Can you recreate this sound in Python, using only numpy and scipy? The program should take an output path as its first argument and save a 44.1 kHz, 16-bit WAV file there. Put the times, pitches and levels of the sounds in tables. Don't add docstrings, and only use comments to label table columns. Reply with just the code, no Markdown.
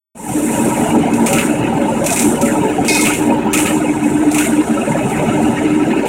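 import sys
import numpy as np
from scipy import signal
from scipy.fft import rfft, irfft, next_fast_len
from scipy.io import wavfile
from scipy.ndimage import uniform_filter1d, minimum_filter1d, map_coordinates

SR = 44100
rng = np.random.default_rng(int(sys.argv[2]) if len(sys.argv) > 2 else 0)


def unload_audio(sound):
    columns = np.transpose(np.atleast_2d(sound))
    steps = np.round(np.clip(columns, -1, 1) * 32767)
    wavfile.write(sys.argv[1], SR, steps.astype(np.int16))


N = 268128
TIME = np.arange(N) / SR


def amp(db):
    return 10 ** (np.asarray(db) / 20)


def unit(x):
    return x / np.sqrt(np.mean(x ** 2) + 1e-20)


def curves(rows):
    times, *columns = np.transpose(rows)
    return [np.interp(TIME, times, column) for column in columns]


def wobble(rate, size=N):
    return map_coordinates(rng.standard_normal(4096), [TIME[:size] * rate], mode="wrap")


def filtered(x, response):
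    size = 2 * next_fast_len((N + SR) // 2)
    return irfft(rfft(x, size) * response(np.fft.rfftfreq(size, 1 / SR)), size)[:N]


def colour(x, spectrum):
    def response(hz):
        f, db = np.transpose(spectrum)
        magnitude = unit(amp(np.interp(np.log(hz + 1), np.log(f), db)))
        cepstrum = irfft(np.log(magnitude))
        half = len(cepstrum) // 2
        return np.exp(rfft(np.r_[cepstrum[0], 2 * cepstrum[1:half], np.zeros(half)]))
    return filtered(x, response)


def resonate(x, modes):
    def response(hz):
        total = 0
        for centre, width, db in modes:
            damping = 1j * hz * 1.5 * width
            total += amp(db) * (damping / (centre ** 2 - hz ** 2 + damping)) ** 2
        return total / np.sqrt(np.mean(abs(total) ** 2))
    return filtered(x, response)


def patchy(x, depth_db, width_hz, life_s):
    hz, t, spectra = signal.stft(x, SR, nperseg=512, noverlap=384)
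    grid = np.meshgrid(hz / width_hz, t / life_s, indexing="ij")
    field = map_coordinates(rng.standard_normal((400, 600)), grid, order=1, mode="wrap")
    _, modulated = signal.istft(spectra * amp(depth_db * unit(field)), nperseg=512, noverlap=384)
    return unit(modulated[:N])


def pings(rows, attack, t60):
    t = np.arange(SR // 8) / SR
    shape = (1 - np.exp(-t / attack)) ** 2 * amp(-60 * t / t60)
    out = np.zeros(N + SR)
    for start, hz, db in rows:
        out[round(start * SR):][:len(t)] += amp(db) * shape / shape.max() * np.sin(2 * np.pi * hz * t)
    return out[:N]


def swarm(lo_hz, hi_hz, count):
    when, pitch, size = rng.random((count, 3)).T
    rows = np.c_[when * N / SR, lo_hz * (hi_hz / lo_hz) ** pitch, 18 * size]
    return unit(pings(rows, attack=.005, t60=.045))


def impacts(rate, spread_db):
    impulses = (rng.random(N) < rate / SR) * rng.choice([-1, 1], N)
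    return unit(impulses * amp(spread_db * np.clip(rng.standard_normal(N), -2, 2)))


def power_sum(times, levels_db, shape):
    power = np.zeros(N + SR)
    for start, db in zip(times, levels_db):
        power[round(start * SR):][:len(shape)] += (amp(db) * shape) ** 2
    return np.sqrt(power[:N])


def clouds(times, levels_db, clear_db_per_s, rise_s=.018):
    t = np.arange(SR) / SR
    return power_sum(times, levels_db, (1 - np.exp(-t / rise_s)) * amp(-clear_db_per_s * t))


def bursts(times, levels_db, t60, tail_db, tail_t60):
    t = np.arange(SR // 2) / SR
    return power_sum(times, levels_db, np.hypot(amp(-60 * t / t60), amp(tail_db - 60 * t / tail_t60)))


# t/s, roar level/dB, inlet rumble level/dB
FLOW_LEVELS = [(.15, -14, -23), (.5, -14, -29.5), (.65, -9.5, -23), (1.5, -12, -26), (2.1, -11, -29),
               (3.1, -12, -26.5), (4.2, -14.5, -28), (4.7, -14, -31), (5.1, -12, -21.5), (5.6, -13.5, -24),
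               (6.08, -12, -33)]
# f/Hz, level/dB
EDDY_SPECTRUM = [(100, -39.5), (210, 2), (330, 3.5), (480, -6), (650, -5), (950, -7), (1080, -19.5),
                 (1500, -19), (6000, -44.5)]
# f/Hz, bandwidth/Hz, level/dB
AIR_MODES = [(229, 16.9, 4), (299.8, 23.6, 2.5), (431.4, 13.8, -4.5), (562.6, 22, -6.5), (781.5, 56, -13.5),
             (871.7, 17, -7), (947.6, 35, -9.5)]
# f/Hz, level/dB
RUMBLE_SPECTRUM = [(18, -30), (35, -26), (62, -13.5), (100, -5.5), (140, 1.5), (185, 1), (240, -3),
                   (500, -57)]
def roar():
    roar_db, inlet_db = curves(FLOW_LEVELS)
    eddies = patchy(rng.standard_normal(N), depth_db=4.6, width_hz=170, life_s=.03)
    rush = amp(-4.5 + 1.2 * wobble(50)) * colour(eddies, EDDY_SPECTRUM)
    draught = patchy(rng.standard_normal(N), depth_db=4.4, width_hz=130, life_s=.035)
    hollow = amp(-2.5 + 2.56 * wobble(30)) * resonate(draught, AIR_MODES)
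    gurgle = amp(-11) * swarm(lo_hz=415, hi_hz=958, count=160)
    rumble = amp(inlet_db + 5 + 2.9 * wobble(35)) * colour(rng.standard_normal(N), RUMBLE_SPECTRUM)
    return amp(roar_db) * (rush + hollow + gurgle) + rumble


def flutter(hz):
    return amp(3.5 * wobble(45)) * np.sin(2 * np.pi * hz * TIME + .8 * wobble(20))


# t/s, level/dB
BLADE_LEVELS = [(.15, -39.5), (3.0, -20.5), (4.0, -23.5), (6.08, -18.5)]
def rotor(shaft_hz=48.7, blade_hz=387.5):
    blade_db, = curves(BLADE_LEVELS)
    hum = amp(-37.5 + 1.6 * wobble(9)) * np.sin(2 * np.pi * shaft_hz * TIME)
    return hum + amp(blade_db) * flutter(blade_hz)


# t/s, duration/s, level/dB
DRONE_SPELLS = [(0.413, 0.046, -10.5), (0.91, 0.13, -10.5), (1.468, .13, -13), (2.14, 0.114, -16.5),
                (2.686, 0.43, -15), (3.181, 0.21, -13), (3.477, 0.61, -15), (4.12, 0.3, -10.5),
                (4.508, .1, -10), (5.357, 0.16, -14.5), (5.629, 0.24, -11.5)]
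def drone(hz=301.5, attack_s=.024, release_s=.044):
    envelope = np.zeros(N)
    for start, length, db in DRONE_SPELLS:
        corners = start + np.array([0, attack_s, length, length + release_s])
        envelope += amp(db) * np.interp(TIME, corners, [0, 1, 1, 0])
    return amp(3) * envelope * flutter(hz)


# t/s, level/dB
BIT_LEVELS = [(.15, -26.5), (.85, -19), (1.1, -22.5), (4.2, -22.5), (4.8, -20.5), (6.08, -19.5)]
# f/Hz, level/dB
CLACK_SPECTRUM = [(600, -24.5), (1100, 0), (1450, 9), (1900, 2.5), (2300, 10.5), (2850, 1.5), (3150, -15.5),
                  (3800, -9), (4600, -23), (7000, -9), (12000, -45.5)]
# f/Hz, bandwidth/Hz, level/dB
PANEL_MODES = [(1326, 42, 6), (1734, 26, -30), (2125, 39, 5.5), (2505, 210, 7), (2760, 160, 4)]
def clatter():
    bits_db, = curves(BIT_LEVELS)
    times, _, crunch_db = np.transpose(BLADE_STRIKES)
    chips = clouds(times, crunch_db - 9.5, clear_db_per_s=104)
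    taps = patchy(impacts(rate=3500, spread_db=2), depth_db=4, width_hz=250, life_s=.022)
    rings = swarm(lo_hz=1154.5, hi_hz=2742, count=420)
    drive = unit(taps + .16 * rings) * amp(1.5 * wobble(70))
    casing = colour(drive, CLACK_SPECTRUM) + amp(-4) * resonate(drive, PANEL_MODES)
    return amp(-5.5) * np.hypot(amp(bits_db), chips) * casing


# t/s, level/dB
CRUMB_LEVELS = [(.15, -25.5), (.6, -25), (.88, -27), (1.05, -35), (1.7, -38.5), (1.95, -33), (2.8, -34),
                (3.47, -51), (3.8, -34), (4.25, -33.5), (4.65, -32), (5.55, -34.5), (6.08, -40.5)]
# f/Hz, level/dB
CRUMB_SPECTRUM = [(2500, -16.5), (3600, -14), (4900, -24), (5700, -10), (6500, -7), (7200, 0.5),
                  (8000, -0.5), (8800, 2), (10000, -6), (11500, -16.5), (15800, -76)]
# f/Hz, level/dB
DUST_SPECTRUM = [(6000, -13), (9500, 12), (12000, 7.5), (14000, 4.5), (15800, -4)]
def crumbs():
    loose_db, = curves(CRUMB_LEVELS)
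    times, crack_db, _ = np.transpose(BLADE_STRIKES)
    cloud_db = -15.5 + .43 * crack_db
    hiss = np.hypot(amp(loose_db), clouds(times, cloud_db, clear_db_per_s=88))
    dust = np.hypot(amp(13 + 1.76 * loose_db), clouds(times, cloud_db - 5.5, clear_db_per_s=102))
    clumps = amp(1.5 + 1.1 * wobble(70))
    coarse, fine = impacts(rate=9000, spread_db=3), impacts(rate=8000, spread_db=3)
    coarse = patchy(coarse, depth_db=1.8, width_hz=350, life_s=.03)
    return clumps * (hiss * colour(coarse, CRUMB_SPECTRUM) + dust * colour(fine, DUST_SPECTRUM))


# t/s, crack level/dB, crunch level/dB
BLADE_STRIKES = [(1.1362, -22.5, -27), (1.2618, -7.5, -5.5), (1.33, -9.5, -5), (1.3836, -16.5, -3),
                 (2.0418, -19, -20), (2.0623, -10, -9.5), (2.1038, -11.5, -29), (2.1256, -12, -32),
                 (2.161, -9, -8), (2.1919, -8.5, -16), (2.222, -13.5, -12), (2.4134, -12.5, -16),
                 (2.4578, -32, -18), (2.8483, -19.5, -12.5), (2.8813, -4, -22), (2.9497, -6, -9),
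                 (3.0107, -3.5, -23), (3.052, -11, 0.5), (3.136, -18, -10), (3.5315, -4.5, -0.5),
                 (3.575, -7.5, -4), (3.6597, -16.5, -4.5), (4.033, -31, -38), (4.3132, -16.5, -22),
                 (4.345, -12, -8), (4.3826, -8, -2), (5.086, -29, -28), (5.4, -40, -32), (6.0553, -29, -15)]
# f/Hz, level/dB
CRACK_SPECTRUM = [(1200, -19.5), (2500, -6.5), (3700, -4.5), (4800, -7.5), (6000, 0.5), (7300, 3),
                  (9000, 3.5), (10500, -4), (12500, -11), (15800, -15)]
# f/Hz, level/dB
CRUNCH_SPECTRUM = [(1200, -10.5), (1800, -11), (2150, 0.5), (2600, 5), (3150, -5.5), (3800, -9),
                   (4600, -15), (8000, -21.5)]
def strikes():
    times, crack_db, crunch_db = np.transpose(BLADE_STRIKES)
    shards = unit(impacts(rate=6000, spread_db=3) * amp(1.5 * wobble(300)))
    crack = bursts(times, crack_db, t60=.07, tail_db=-8, tail_t60=.3) * shards
    crunch = bursts(times, crunch_db, t60=.16, tail_db=-6, tail_t60=.3) * shards
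    return amp(-.5) * colour(crack, CRACK_SPECTRUM) + amp(-8.5) * colour(crunch, CRUNCH_SPECTRUM)


# t/s, level/dB
WADS = [(1.379, -29), (2.449, -15.5), (3.664, -22), (4.391, -25), (5.11, -17.5)]
def swooshes(start_hz=2600, fall_octaves_per_s=11, swell_s=.052):
    t = np.arange(SR // 8) / SR
    sweep = np.sin(2 * np.pi * np.cumsum(start_hz * 2 ** (-fall_octaves_per_s * t)) / SR)
    swell = t / swell_s * np.exp(1 - t / swell_s)
    taper = np.hanning(2 * len(t))[len(t):]
    out = np.zeros(N + SR)
    for start, db in WADS:
        roughness = wobble(650, size=len(t))
        out[round(start * SR):][:len(t)] += amp(db) * swell * taper * roughness * sweep
    return out[:N]


# t/s, f/Hz, level/dB
SCRAP_KNOCKS = [(1.880, 891, -7.5), (2.012, 558, -6), (2.112, 680, -8.5), (2.428, 1306, -12.5),
                (4.771, 1320, -12.5), (4.875, 570, -8.5), (4.953, 1723, -21), (5.313, 1335, -16.5),
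                (5.566, 1867, -17)]
def knocks():
    return pings(SCRAP_KNOCKS, attack=.007, t60=.06)


# t/s, level/dB
HARD_BLOWS = [(2.883, 0), (2.945, -4)]
# f/Hz, level/dB
IMPELLER_MODES = [(2164, -15), (2510, -16), (3709, -24), (4194, -26.5), (4695, -38), (4920, -25),
                  (5437, -26), (5636, -28), (6120, -28), (8080, -26)]
def clangs(lowest_t60=.58):
    t = np.arange(SR // 2) / SR
    out = np.zeros(N + SR)
    rasp_band = signal.butter(2, [3500, 6300], "bandpass", fs=SR)
    for start, db in HARD_BLOWS:
        clang = amp(-3.5 - 60 * t / .19) * signal.lfilter(*rasp_band, rng.standard_normal(len(t)))
        for hz, mode_db in IMPELLER_MODES:
            t60 = lowest_t60 * (IMPELLER_MODES[0][0] / hz) ** .3
            waver = .8 * wobble(120, size=len(t))
            tremble_db = 3.6 * wobble(170, size=len(t))
            drift = 2 * wobble(37.4, size=len(t))
            tone = np.sin(2 * np.pi * (hz * t + rng.random()) + waver + drift)
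            clang += amp(mode_db + 6 + tremble_db - 60 * t / t60) * tone
        out[round(start * SR):][:len(t)] += amp(db) * clang
    return out[:N]


def scene():
    blower = roar() + rotor() + drone()
    debris = clatter() + swooshes() + knocks() + crumbs() + strikes() + clangs()
    return (blower + debris)[None]


# t/s, amplitude gain
FADE_GAIN = [(.148, 0), (.155, 0.075), (.24, 0.27), (.36, 0.65), (.58, 0.71)]
def record(dry, drive_db=-1, ceiling_db=-3, window_s=.003, cutoff_hz=15830):
    fade, = curves(FADE_GAIN)
    x = dry[0] * amp(drive_db) * fade
    needed_gain = np.minimum(1, amp(ceiling_db) / (abs(x) + 1e-9))
    span = round(window_s * SR)
    gain = uniform_filter1d(minimum_filter1d(needed_gain, span), span)
    return filtered(x * gain, lambda hz: hz < cutoff_hz)[None]


dry = scene()
out = record(dry)
unload_audio(out)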